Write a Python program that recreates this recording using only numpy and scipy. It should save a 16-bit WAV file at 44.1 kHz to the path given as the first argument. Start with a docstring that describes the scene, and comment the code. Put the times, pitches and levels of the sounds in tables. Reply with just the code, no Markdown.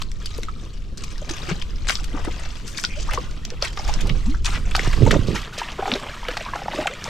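"""Someone wades over a tidal mudflat, just ahead of a hand-held stereo microphone.
Each foot presses out a spurt of watery mud, then drags free in a swelling slosh:
wet films burst in smacks, air pockets plop and gurgle. Behind it lies the faint hiss of the open flat.
Wind rumbles on the microphone and gusts buffet its right port.
Near the end the stereo image closes to mono, all but the top of the treble."""
import sys
import numpy as np
from scipy import signal
from scipy.fft import rfft, irfft, next_fast_len
from scipy.io import wavfile
from scipy.ndimage import uniform_filter1d, map_coordinates

SR = 44100
rng = np.random.default_rng(int(sys.argv[2]) if len(sys.argv) > 2 else 0)


def to_wav(s):
    """Save 16-bit WAV."""
    ch = np.atleast_2d(s).T  # columns
    pcm = np.round(np.clip(ch, -1, 1) * 32767)  # PCM
    wavfile.write(sys.argv[1], SR, pcm.astype(np.int16))


N = 312669

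# The colour of fine wet hiss. Each row: frequency in Hz, spectral level in dB.
WET_HISS = [(200, -7), (700, -6.5), (1200, 9.5), (1700, -5.5), (3000, 5.5), (6000, -4.5), (9000, -8),
            (15000, -8)]
# The stirred puddle between steps; deeper water is louder and fizzes less.
# Each row: time in seconds, wash level in dB, fizz offset in dB.
PUDDLE_WASH = [(0, -57, 7.5), (.9, -58, 2), (1.8, -49.5, -1), (2.4, -42, -2.5), (2.85, -50.5, 7.5),
               (3.2, -41, -5.5), (3.4, -46.5, -7), (3.6, -44.5, -11), (3.68, -50, 0.5), (4.0, -41.5, -3.5),
               (4.35, -45.5, 4), (4.385, -52, 6), (4.44, -60, -2.5), (4.57, -48, 0), (4.67, -43, -6),
               (4.8, -32, -1.5), (5.3, -41, -4), (5.5, -40, -15.5), (6.1, -34.5, -16.5), (6.65, -37, -19),
               (7.0, -36.5, -14.5), (7.09, -31, -9)]
PRESS_ATTACK_S = 0.005


def amp(db):
    """Decibels to gain."""
    return 10 ** (np.asarray(db) / 20)


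def unit(x):
    """x at rms 1."""
    return x / np.sqrt(np.mean(x ** 2) + 1e-20)


def along(points, hz):
    """Read (Hz, value) points on a log frequency axis."""
    knots_hz, values = np.transpose(points)
    return np.interp(np.log(hz + 1), np.log(knots_hz + 1), values)


def curves(rows):
    """One value per sample for each column after the time."""
    s, *columns = np.transpose(rows)
    return [np.interp(np.arange(N) / SR, s, column) for column in columns]


def wobble(rate, size=N):
    """A smooth random curve, rate knots a second."""
    knots = rng.standard_normal(int(size * rate / SR) + 4)
    return map_coordinates(knots, [np.arange(size) * rate / SR])


def filtered(x, response):
    """x shaped by a gain that depends on frequency."""
    size = next_fast_len(N + SR // 2)
    return irfft(rfft(x, size) * response(np.fft.rfftfreq(size, 1 / SR)), size)[..., :N]


def coloured(x, spectrum):
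    """x shaped by (Hz, dB) points."""
    return filtered(x, lambda hz: amp(along(spectrum, hz)))


def noise(spectrum):
    """Noise of rms 1 with the given colour."""
    return unit(coloured(rng.standard_normal(N), spectrum))


def add(track, s, sound):
    """Mix a sound into the track at time s."""
    part = track[max(round(s * SR), 0):][:len(sound)]
    part += sound[:len(part)]


def swell(s, db, rise_s, hold_s, fall_s, shape=1.66):
    """Power that grows until time s, holds and dies away; a shape above 1 lingers and then drops."""
    t = np.arange(N) / SR - s
    outside = np.maximum(-t, 0) / rise_s + np.maximum(t - hold_s, 0) / fall_s
    return np.where(outside < 6, amp(db) ** 2 * np.exp(-2 * outside ** shape), 0)


def bubbles(starts, hz, gain, cycles, rise, size, onset=0.49):
    """Tiny cavities: each swells over onset cycles, is damped by mud and rises in pitch as it closes."""
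    turns = np.arange(size) / SR * hz[:, None]
    life = np.reshape(cycles, (-1, 1))
    age = turns / life
    phase = 2 * np.pi * life * (age + rise * (age - 1 + np.exp(-age)))
    envelope = (1 - np.exp(-turns / onset)) ** 2 * np.exp(-np.sqrt(2) * age)
    end_fade = np.minimum(np.linspace(10, 0, size), 1)
    waves = gain[:, None] * envelope * end_fade * np.sin(phase)
    samples = (starts * SR).astype(int)[:, None] + np.arange(size)
    return np.bincount(samples.ravel(), waves.ravel())


def pitches(centre_hz, spread, count):
    """Cavity pitches in a bell curve on a log axis, in random order."""
    rank = (rng.permutation(count) + rng.uniform(.1, .9, count)) / count
    deviation = np.log(rank / (1 - rank)) / np.sqrt(np.pi)
    return np.minimum(centre_hz * np.exp(spread * deviation), SR / 3)


def froth(per_s, centre_hz, spread, cycles, uneven_db, size):
    """A stream of bubbles of uneven sizes, its level partly evened out over each tenth of a second."""
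    count = int(per_s * N / SR)
    tone = pitches(centre_hz, spread, count)
    sizes = amp(uneven_db * np.minimum(rng.exponential(size=count), 4)) * np.sqrt(tone)
    stream = bubbles(rng.random(count) * N / SR, tone, sizes, cycles, rise=0.079, size=size)
    stream = unit(np.pad(stream, (0, N))[:N])
    local_power = np.abs(uniform_filter1d(stream ** 2, SR // 10))
    return stream / np.sqrt(local_power + 0.25)


def strays(power, per_s, level_db, uneven_db, centre_hz, spread, length_s):
    """Rows (s, dB, Hz, length s) of small random events that follow the power of the motion."""
    count = int(per_s * N / SR)
    jitter, size, tone, span = rng.uniform(-1.1, 1, (count, 4)).T
    s = (np.arange(count) + .5 + jitter / 2) / count * (N - 1) / SR
    db = 10 * np.log10(power[(s * SR).astype(int)] + 1e-20) + level_db + uneven_db * size
    return list(zip(s, db, centre_hz * np.exp(spread * tone), length_s * 2 ** span))


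def open_air():
    """The faint, even hiss of the open flat."""
    return amp(-62) * noise(WET_HISS)


def eddy_knocks():
    """A strong eddy striking the microphone gives a short, dull, rounded pressure swing."""
    # Each row: time in seconds, level in dB.
    strikes = [(4.876, -9.5), (4.985, -15), (5.01, -5.5), (5.023, -2.5), (5.032, -3.5), (5.075, -9),
               (5.136, -6), (5.162, -4.5), (5.192, -8.5), (5.287, -6), (5.332, -13)]
    out = np.zeros(N)
    for s, db in strikes:
        hz = np.array([125, 300]) * np.exp(0.15 * rng.standard_normal(2))
        swing = bubbles(np.zeros(2), hz, np.array([1, 0.72]), cycles=.8, rise=0, size=2000, onset=1)
        add(out, s - .003, amp(db - 6) * swing / np.abs(swing).max())
    return out


def wind(width, calm_db=-44, lean_per_db=0.52):
    """Eddies hit both microphone ports, partly alike; the stronger a gust, the more it leans right."""
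    # The breeze on the microphone. Each row: time in seconds, rumble level in dB.
    breeze = [(0.0, -29.5), (0.93, -35.5), (2.09, -26.5), (2.8, -36.5), (3.04, -28), (3.75, -34),
              (3.93, -22), (4.84, -25), (4.88, -18.5), (5.43, -32), (5.45, -39.5), (6.57, -38.5),
              (7.09, -49)]
    # Gusts on the right port. Each row: time of full strength in seconds, level in dB, hold in seconds.
    gusts = [(4.032, -31, 0.1), (4.494, -39.5, 0.62), (5.02, -24, 0.13), (5.282, -28.5, 0.026)]
    # The colours of the deep rumble and the buffeting. Each row: frequency in Hz, spectral level in dB.
    rumble_colour = [(5, 3.5), (14, 4), (30, 4), (55, -3), (100, -14.5), (160, -19.5), (400, -50),
                     (1000, -120)]
    buffet_colour = [(45, -3.5), (85, 2), (130, 3), (200, -1), (280, -5.5), (450, -10), (900, -32),
                     (3000, -64)]

    def eddies(colour, unlike):
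        """Turbulence common to both ports, plus a part in opposite phase."""
        return noise(colour) + unlike * width * np.array([[1], [-1]]) * noise(colour)

    rumble = amp(curves(breeze)[0] + 1) * eddies(rumble_colour, unlike=0.35)
    gust_power = sum(swell(s, db, 0.046, hold_s, fall_s=0.077) for s, db, hold_s in gusts)
    power = gust_power + amp(calm_db) ** 2
    flutter = unit(amp((2.5 + gust_power / power) * wobble(45)))
    buffet = np.sqrt(power) * flutter * eddies(buffet_colour, unlike=0.25)
    lean_db = lean_per_db * (10 * np.log10(power) - calm_db)
    ports = amp([-lean_db / 2, lean_db / 2])
    return (rumble + buffet + eddy_knocks()) * ports / ports.mean(0)


def echo(x, t60_s=0.088):
    """A short diffuse answer from close by; it keeps changing as walker and microphone move."""
    hop = SR // 10
    t = np.arange(hop) / SR
    pieces = np.lib.stride_tricks.sliding_window_view(np.pad(x, (0, 2 * hop)), 2 * hop)[::hop]
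    tails = rng.standard_normal((len(pieces), hop)) * amp(-60 * t / t60_s)
    tails /= np.linalg.norm(tails, axis=1, keepdims=True)
    answers = signal.fftconvolve(pieces * np.sqrt(np.hanning(2 * hop)), tails, axes=1)
    out = np.zeros(N)
    for k, answer in enumerate(answers):
        add(out, k * hop / SR, answer)
    return out


def stereo_image(x, width, bounce_db=-11):
    """The ground and the walker's body scatter the sound differently to each port, treble most."""
    # Where the feet are, seen from the microphone. Each row: time in seconds, leftward lean in dB.
    bearing = [(0, 5), (1.6, 6), (2.7, 6.5), (3.6, 2), (4.4, 5), (5.4, 2)]
    # The right port is duller at the very top. Each row: frequency in Hz, leftward lean in dB.
    shade = [(8000, -1.5), (12000, 3)]
    # Scattered sound that differs between the ports. Each row: frequency in Hz, level in dB.
    scatter = [(300, -20), (900, -6), (2500, -7), (6000, -8.5), (9000, -6.5), (12000, -1.5)]
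    # The width left when the rest closes to mono. Each row: frequency in Hz, side gain in dB.
    stays_wide = [(3000, -57), (6000, -15), (8500, -21), (10500, -0.5)]

    def lean(db):
        """Side gain for a left-minus-right difference in dB."""
        return np.tanh(np.log(amp(db)) / 2)

    mid = x + amp(bounce_db) * echo(x)
    side = lean(curves(bearing)[0]) * mid + filtered(mid, lambda hz: lean(along(shade, hz)))
    side += coloured(echo(x), scatter)
    side = width * side + (1 - width) * coloured(side, stays_wide)
    return np.array([mid + side, mid - side])


def spray():
    """Tiny droplets flung up by a flat-footed step patter down brightly."""
    # Each row: start in seconds, level in dB, ebb time in seconds.
    showers = [(1.884, -33.5, 0.067), (2.672, -42, 0.067), (2.776, -39, 0.085), (4.445, -40, 0.12)]
    power = sum(swell(s, db, PRESS_ATTACK_S, 0, ebb_s) for s, db, ebb_s in showers)
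    droplets = froth(per_s=1400, centre_hz=7600, spread=.3, cycles=4, uneven_db=2.5, size=120)
    return np.sqrt(power) * droplets


def squirts(sputter_db=4.5):
    """Mud and air hiss through a resonance that climbs as the gap narrows."""
    # Each row: start in seconds, level in dB, first and last pitch in Hz, length in seconds,
    # half bandwidth as a fraction of the first pitch.
    gaps = [(2.874, -42.5, 1960, 2780, 0.1, 0.13), (2.96, -41, 5090, 5650, 0.09, 0.38),
            (2.959, -44.5, 2690, 3410, 0.11, 0.2), (3.08, -33, 634, 1740, 0.024, 0.22),
            (3.105, -36.5, 1775, 2800, 0.025, .16), (4.339, -39, 1274, 1750, 0.025, 0.22),
            (6.456, -36, 1013, 1444, 0.056, 0.2)]
    out = np.zeros(N)
    for s, db, start_hz, end_hz, length, half_band in gaps:
        progress = np.linspace(0, 1, int(length * SR))
        size = len(progress)
        white = rng.standard_normal(size) + 1j * rng.standard_normal(size)
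        flutter = signal.lfilter(*signal.butter(2, half_band * start_hz, fs=SR), white)
        sputter = amp(sputter_db * wobble(220, size))
        waver = np.exp(.03 * wobble(160, size))
        hz = (start_hz + (end_hz - start_hz) * progress) * waver
        hiss = (flutter * np.exp(2j * np.pi * np.cumsum(hz) / SR)).real
        envelope = np.sqrt(np.abs(np.sin(np.pi * progress)))
        add(out, s, amp(db) * envelope * unit(sputter * hiss))
    return out


def glugs():
    """Water fills a footprint: the shrinking cavity sings upward, quickly at first, and flutters."""
    # Each row: start in seconds, level in dB, first and last pitch in Hz, length in seconds.
    cavities = [(1.509, -20.5, 108, 198, 0.028), (2.962, -37, 520, 676, 0.05),
                (4.249, -24.5, 132, 331, 0.103), (5.918, -22, 179, 295, 0.04),
                (6.786, -24, 260, 316, 0.017), (6.895, -34.5, 410, 617, 0.051)]
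    out = np.zeros(N)
    for s, db, start_hz, end_hz, length in cavities:
        progress = np.linspace(0, 1, int(length * SR))
        hz = start_hz + (end_hz - start_hz) * np.sin(progress * np.pi / 2)
        flutter = 1 + .18 * wobble(260, len(progress))
        envelope = np.sin(np.pi * progress ** .7) ** 2
        add(out, s, amp(db) * envelope * flutter * np.sin(2 * np.pi * np.cumsum(hz) / SR))
    return out


def gurgles_and_buffet(pulses_per_s=900, uneven_db=3):
    """Crowded, strongly damped pulses merge into a thick gurgle or a low, dull buffet."""
    # Air drawn under a foot, except at 5.116 s: wind buffeting the microphone during the gust.
    # Each row: start in seconds, level in dB, centre pitch in Hz, length in seconds.
    churns = [(1.265, -47.5, 700, 0.053), (1.488, -35, 1770, 0.036), (2.126, -41.5, 924, 0.1),
              (2.265, -37, 474, 0.032), (3.11, -40.5, 604, 0.053), (3.837, -47, 990, 0.097),
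              (4.041, -41, 557, .06), (4.454, -35, 1900, 0.042), (4.52, -34, 2030, .065),
              (4.848, -33, 1700, .03), (5.116, -27, 518, .05), (5.781, -32.5, 757, 0.031),
              (5.865, -36, 485, .09), (6.01, -40, 563, 0.064), (6.55, -30, 766, .014),
              (6.653, -34, 760, .012), (6.75, -37.5, 400, 0.088)]
    out = np.zeros(N)
    for s, db, hz, length in churns:
        count = 6 + int(pulses_per_s * length)
        place = (np.arange(count) + rng.random(count)) / count
        tone = pitches(hz, spread=0.504, count=count)
        sizes = amp(uneven_db * rng.standard_normal(count)) * np.sqrt(tone * np.sin(np.pi * place))
        sizes *= rng.choice([-1, 1], count)
        churn = bubbles(place * length, tone, sizes, cycles=1.8, rise=0.11, size=1800)
        add(out, s, amp(db) * np.sqrt(length * SR) * churn / np.linalg.norm(churn))
    return out


def plops_and_knock(pull, rise=0.11, small_gain=0.29):
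    """A brief ring with smaller pulses around it makes a plop or a short, dull knock."""
    # Air pockets popping in the mud, except at 5.16 s: a wind eddy knocking on the microphone.
    # Each row: start in seconds, level in dB, pitch in Hz, length in seconds.
    rings = [(0.259, -30.5, 4580, 0.007), (0.385, -31.5, 428, 0.0066), (0.484, -34, 1280, 0.01),
             (1.219, -39.5, 590, 0.013), (1.305, -33, 320, 0.017), (1.484, -35, 346, 0.02),
             (1.511, -31.5, 410, 0.008), (1.616, -31.5, 3220, 0.0054), (2.14, -33.5, 281, 0.018),
             (2.174, -32.5, 1130, 0.0054), (2.274, -30, 325, 0.011), (2.841, -26.5, 1440, 0.0071),
             (3.175, -23, 1100, 0.0059), (3.18, -30, 470, 0.011), (3.519, -40, 485, 0.026),
             (3.625, -25.5, 547, 0.0055), (3.774, -32.5, 1190, 0.012), (3.892, -28.5, 805, 0.01),
             (4.75, -21, 1260, 0.0042), (4.779, -31, 745, 0.0098), (4.795, -28, 410, 0.0051),
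             (5.064, -25.5, 903, 0.021), (5.074, -21, 493, 0.0082), (5.16, -24, 560, .007),
             (5.616, -27, 900, 0.0067), (5.792, -28, 485, 0.011), (5.824, -25.5, 765, .014),
             (5.856, -27.5, 724, .009), (5.877, -25.5, 805, 0.0089), (5.955, -27, 395, 0.0079),
             (6.23, -36, 920, 0.0067), (6.285, -31, 497, 0.014), (6.375, -34, 720, 0.0075),
             (6.459, -34.5, 1000, 0.012), (6.535, -22.5, 1030, 0.0053), (6.618, -33, 780, 0.0065),
             (6.735, -31.5, 905, 0.0073), (6.682, -23.5, 830, 0.0062), (6.785, -27, 607, 0.02),
             (6.822, -31, 850, .012), (6.857, -24.5, 785, 0.0082), (7.062, -33, 830, 0.0045)]
    lesser = strays(pull, per_s=17, level_db=-8.5, uneven_db=5, centre_hz=628, spread=0.486,
                    length_s=0.016)
    out = np.zeros(N)
    for s, db, hz, length in rings + lesser:
        start_hz = np.array([hz / (1 + rise / 2)])
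        cycles = max(0.57 * hz * length, 1.2)
        ring = bubbles(np.zeros(1), start_hz, np.ones(1), cycles, rise, size=3000, onset=0.82)
        starts = length * rng.random(6)
        small_hz = pitches(hz * 1.385, spread=0.39, count=6)
        small = bubbles(starts, small_hz, np.ones(6), cycles=0.81, rise=rise, size=1500)
        level = amp(db) * np.sqrt(length * SR / (1 + small_gain ** 2))
        add(out, s, level * ring / np.linalg.norm(ring))
        add(out, s, level * small_gain * small / np.linalg.norm(small))
    return out


def pops(tail_db=-15, tail_s=0.0057, roughness=0.28):
    """A thick bubble's skin opens over a few cycles; it rings unsteadily and leaves a short wet tail."""
    # Each row: start in seconds, level in dB, pitch in Hz, swell time in seconds.
    bursts = [(1.8968, -6.5, 2610, 0.00024), (1.9063, -14.5, 4860, .0005), (1.9543, -11.5, 3950, 0.00033),
              (1.9709, -25, 4600, 0.00025), (2.8491, -10.5, 3580, 0.00071), (3.6241, -8, 3970, 0.00038),
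              (3.939, -16.5, 5700, .0005), (4.0982, -13, 2350, 0.00032), (4.7553, -10, 5040, 0.00044),
              (4.7938, -10.5, 2210, 0.00074), (5.9165, -11.5, 2960, 0.001), (5.938, -11, 3920, 0.00063)]
    out = np.zeros(N)
    t = np.arange(SR // 40) / SR
    for s, db, hz, swell_s in bursts:
        age = t / swell_s
        opening = age ** 2 * np.exp(2 - 2 * age)
        tail = amp(tail_db) * (1 - np.exp(-age)) * np.exp(-t / tail_s)
        pitch = hz * np.exp(roughness * wobble(hz, len(t)))
        add(out, s, amp(db) * (opening + tail) * np.sin(2 * np.pi * np.cumsum(pitch) / SR))
    return out


def smacks(motion, films_per_s=1100, uneven_db=4, spit_gain=0.3, ring_gain=0.35):
    """Mud tears underfoot in a quick run of bursting films, with a spit of spray and a faint ring."""
    # The loudest tears. Each row: start in seconds, level in dB, centre pitch in Hz, length in seconds.
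    tears = [(0.017, -27, 3880, 0.0075), (0.115, -38.5, 5330, 0.004), (0.257, -30.5, 4740, 0.0052),
             (0.379, -37.5, 4430, 0.0051), (0.432, -28, 2900, 0.0021), (0.973, -38.5, 5100, 0.013),
             (1.036, -35, 4460, 0.011), (1.18, -36, 4450, 0.0021), (1.29, -34, 3670, 0.011),
             (1.309, -30, 3370, 0.005), (1.382, -37, 3700, 0.0032), (1.487, -34, 2440, 0.019),
             (1.622, -28.5, 3440, 0.0026), (1.87, -28.5, 2300, 0.0022), (1.885, -20.5, 3860, 0.0052),
             (1.893, -22, 2400, 0.015), (2.041, -32.5, 4260, 0.0062), (2.244, -35.5, 1840, 0.015),
             (2.678, -33, 4750, 0.0053), (2.78, -27.5, 3000, 0.01), (2.797, -29.5, 3930, 0.0038),
             (2.838, -22, 2700, 0.0036), (3.11, -28, 1720, 0.0031), (3.134, -27, 2900, .009),
             (3.145, -31, 4170, 0.0062), (3.45, -28.5, 4720, 0.0042), (3.503, -28.5, 3700, 0.0014),
             (3.64, -29, 2110, 0.016), (3.772, -31.5, 2100, .007), (4.007, -33, 5300, 0.011),
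             (4.093, -27, 2580, 0.003), (4.445, -29, 4530, .005), (4.455, -25.5, 3580, 0.014),
             (4.71, -32.5, 2610, 0.0089), (4.749, -20, 2970, 0.0052), (4.763, -21.5, 4330, 0.0047),
             (4.927, -30, 1900, 0.013), (5.108, -15, 1574, 0.0055), (5.114, -20.5, 3560, 0.0045),
             (5.355, -31, 2430, 0.018), (5.577, -31, 2990, 0.034), (5.954, -32, 2140, 0.0091),
             (6.283, -24.5, 1620, 0.0057), (6.368, -26, 2290, 0.011), (6.554, -35.5, 2000, .008),
             (6.87, -20, 2080, 0.009), (7.041, -27, 5100, 0.0027)]
    lesser = strays(motion, per_s=6, level_db=2, uneven_db=2, centre_hz=3045, spread=0.325, length_s=.008)
    out = np.zeros(N)
    for s, db, hz, length in tears + lesser:
        count = 6 + int(films_per_s * length)
        place = (np.arange(count) + rng.random(count)) / count
        tone = pitches(hz, spread=0.526, count=count)
        arch = np.sin(np.pi * np.sqrt(place))
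        sizes = amp(uneven_db * rng.standard_normal(count)) * np.sqrt(tone * arch)
        sizes *= rng.choice([-1, 1], count)
        burst = bubbles(place * length, tone, sizes, cycles=1.62, rise=0.15, size=600, onset=.8)
        burst += spit_gain * uniform_filter1d(np.abs(burst), 60) * rng.standard_normal(len(burst))
        ring_hz = hz * np.exp([0, .3 * rng.standard_normal() - .2])
        ring_starts = length * rng.random(2)
        ring = bubbles(ring_starts, ring_hz, np.ones(2), cycles=12, rise=.03, size=1400, onset=1)
        level = amp(db) * np.sqrt(length * SR / (1 + ring_gain ** 2))
        add(out, s, level * burst / np.linalg.norm(burst))
        add(out, s, level * ring_gain * ring / np.linalg.norm(ring))
    return out


def spurts(per_s=45, life_s=0.0087, share=0.76):
    """The mud yields in fits that start at once and die away: a gain with mean square 1."""
    kicks = (rng.random(N) < per_s / SR) * rng.exponential(size=N)
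    power = signal.lfilter([1], [1, -np.exp(-1 / (life_s * SR))], kicks)
    return np.sqrt(1 - share + share * power / power.mean())


def mud_flow(press, pull, puddle, puddle_fizz_db):
    """Mud squeezed by the feet: low slosh, squish, ringing blips, fizz, sticky ticks and seeping water."""
    slosh = froth(per_s=280, centre_hz=640, spread=0.4, cycles=2.8, uneven_db=3.5, size=850)
    squish = froth(per_s=750, centre_hz=2480, spread=0.36, cycles=6, uneven_db=1.2, size=420)
    blips = froth(per_s=140, centre_hz=1600, spread=.33, cycles=9, uneven_db=3.5, size=1000)
    fizz = froth(per_s=650, centre_hz=5300, spread=0.28, cycles=6, uneven_db=3.5, size=180)
    ticks = froth(per_s=60, centre_hz=3600, spread=.3, cycles=9, uneven_db=4.5, size=480)
    seep = noise(WET_HISS)
    power = press + pull + puddle
    sloshing = press * amp(-24) ** 2 + pull * amp(-1) ** 2 + puddle * amp(-8) ** 2  # pulls slosh most
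    slosh_db = 10 * np.log10(sloshing / power)
    fizz_db = puddle_fizz_db + 3.5 * pull / power
    ticks *= np.sqrt(1 - puddle / power / 2)  # softer between steps
    spurting = amp(slosh_db - 2.5) * slosh + amp(-6.5) * squish + amp(fizz_db - 7) * fizz
    steady = amp(-9.5) * blips + amp(fizz_db - 7.5) * ticks + amp(0.3 * fizz_db - 5.5) * seep
    return np.sqrt(power) * (spurts() * spurting + steady)


def wading():
    """Close to the microphone, feet press into the mud, drag free and keep the puddle stirred."""
    # A foot presses down: water spurts out at once, then ebbs.
    # Each row: start in seconds, level in dB, ebb time in seconds.
    presses = [(0.0, -41.5, 0.046), (0.204, -47.5, 0.38), (0.58, -52, 0.24), (0.982, -47.5, 1),
               (1.291, -42, 0.35), (1.883, -32, 0.082), (2.03, -54, 0.065), (2.671, -45, 0.11),
               (2.772, -42.5, 0.1), (3.623, -26.5, 0.051), (3.99, -42, 0.15), (4.451, -32.5, 0.12),
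               (4.752, -39, 0.16), (5.274, -35, 0.11), (5.351, -27.5, 0.077), (5.534, -30, 0.036),
               (5.59, -31, 0.13), (6.287, -34.5, 0.22), (7.035, -51, 0.14)]
    # A foot drags free: the slosh swells until the mud lets go.
    # Each row: moment of release in seconds, level in dB, swell time in seconds.
    pulls = [(0.40, -55, 0.1), (1.51, -42.5, 0.22), (2.27, -47, 0.13), (3.15, -40.5, 0.058),
             (3.92, -37.5, 0.14), (5.128, -36, 0.11), (5.93, -30, 0.11), (6.57, -34, 0.043),
             (6.79, -30.5, 0.094)]
    press = sum(swell(s, db, PRESS_ATTACK_S, 0, ebb_s) for s, db, ebb_s in presses)
    pull = sum(swell(s, db, swell_s, 0, fall_s=0.073) for s, db, swell_s in pulls)
    wash_db, fizz_db = curves(PUDDLE_WASH)
    puddle = amp(wash_db) ** 2
    shallow = amp(np.minimum(fizz_db, 0))  # films tear less under deep water
    events = smacks(shallow * (press + pull + puddle)) + pops() + plops_and_knock(pull)
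    events += gurgles_and_buffet() + glugs() + squirts() + spray()
    return events + mud_flow(press, pull, puddle, fizz_db)


def scene():
    """Steps in the mud just ahead and a little to the left, open air, and wind on the microphone."""
    # The image closing towards mono. Each row: time in seconds, stereo width from 0 to 1.
    narrowing = [(4.2, 1), (4.6, .75), (5.35, .6), (5.6, .1), (6.0, 0)]
    width, = curves(narrowing)
    return stereo_image(wading() + open_air(), width) + wind(width)


def record(dry, top_hz=15800):
    """The microphone dulls the treble, with a resonance near the top; it clips and is band-limited."""
    # The response of its ports. Each row: frequency in Hz, gain in dB.
    response = [(1000, 2.5), (4000, 0.5), (5600, 2.5), (8200, 0.5), (10800, -9.5), (12200, -4),
                (13500, -16.5), (15500, -22)]
    clipped = np.clip(coloured(dry, response), -1, 1)
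    return filtered(clipped, lambda hz: hz < top_hz)


dry = scene()
out = record(dry)
to_wav(out)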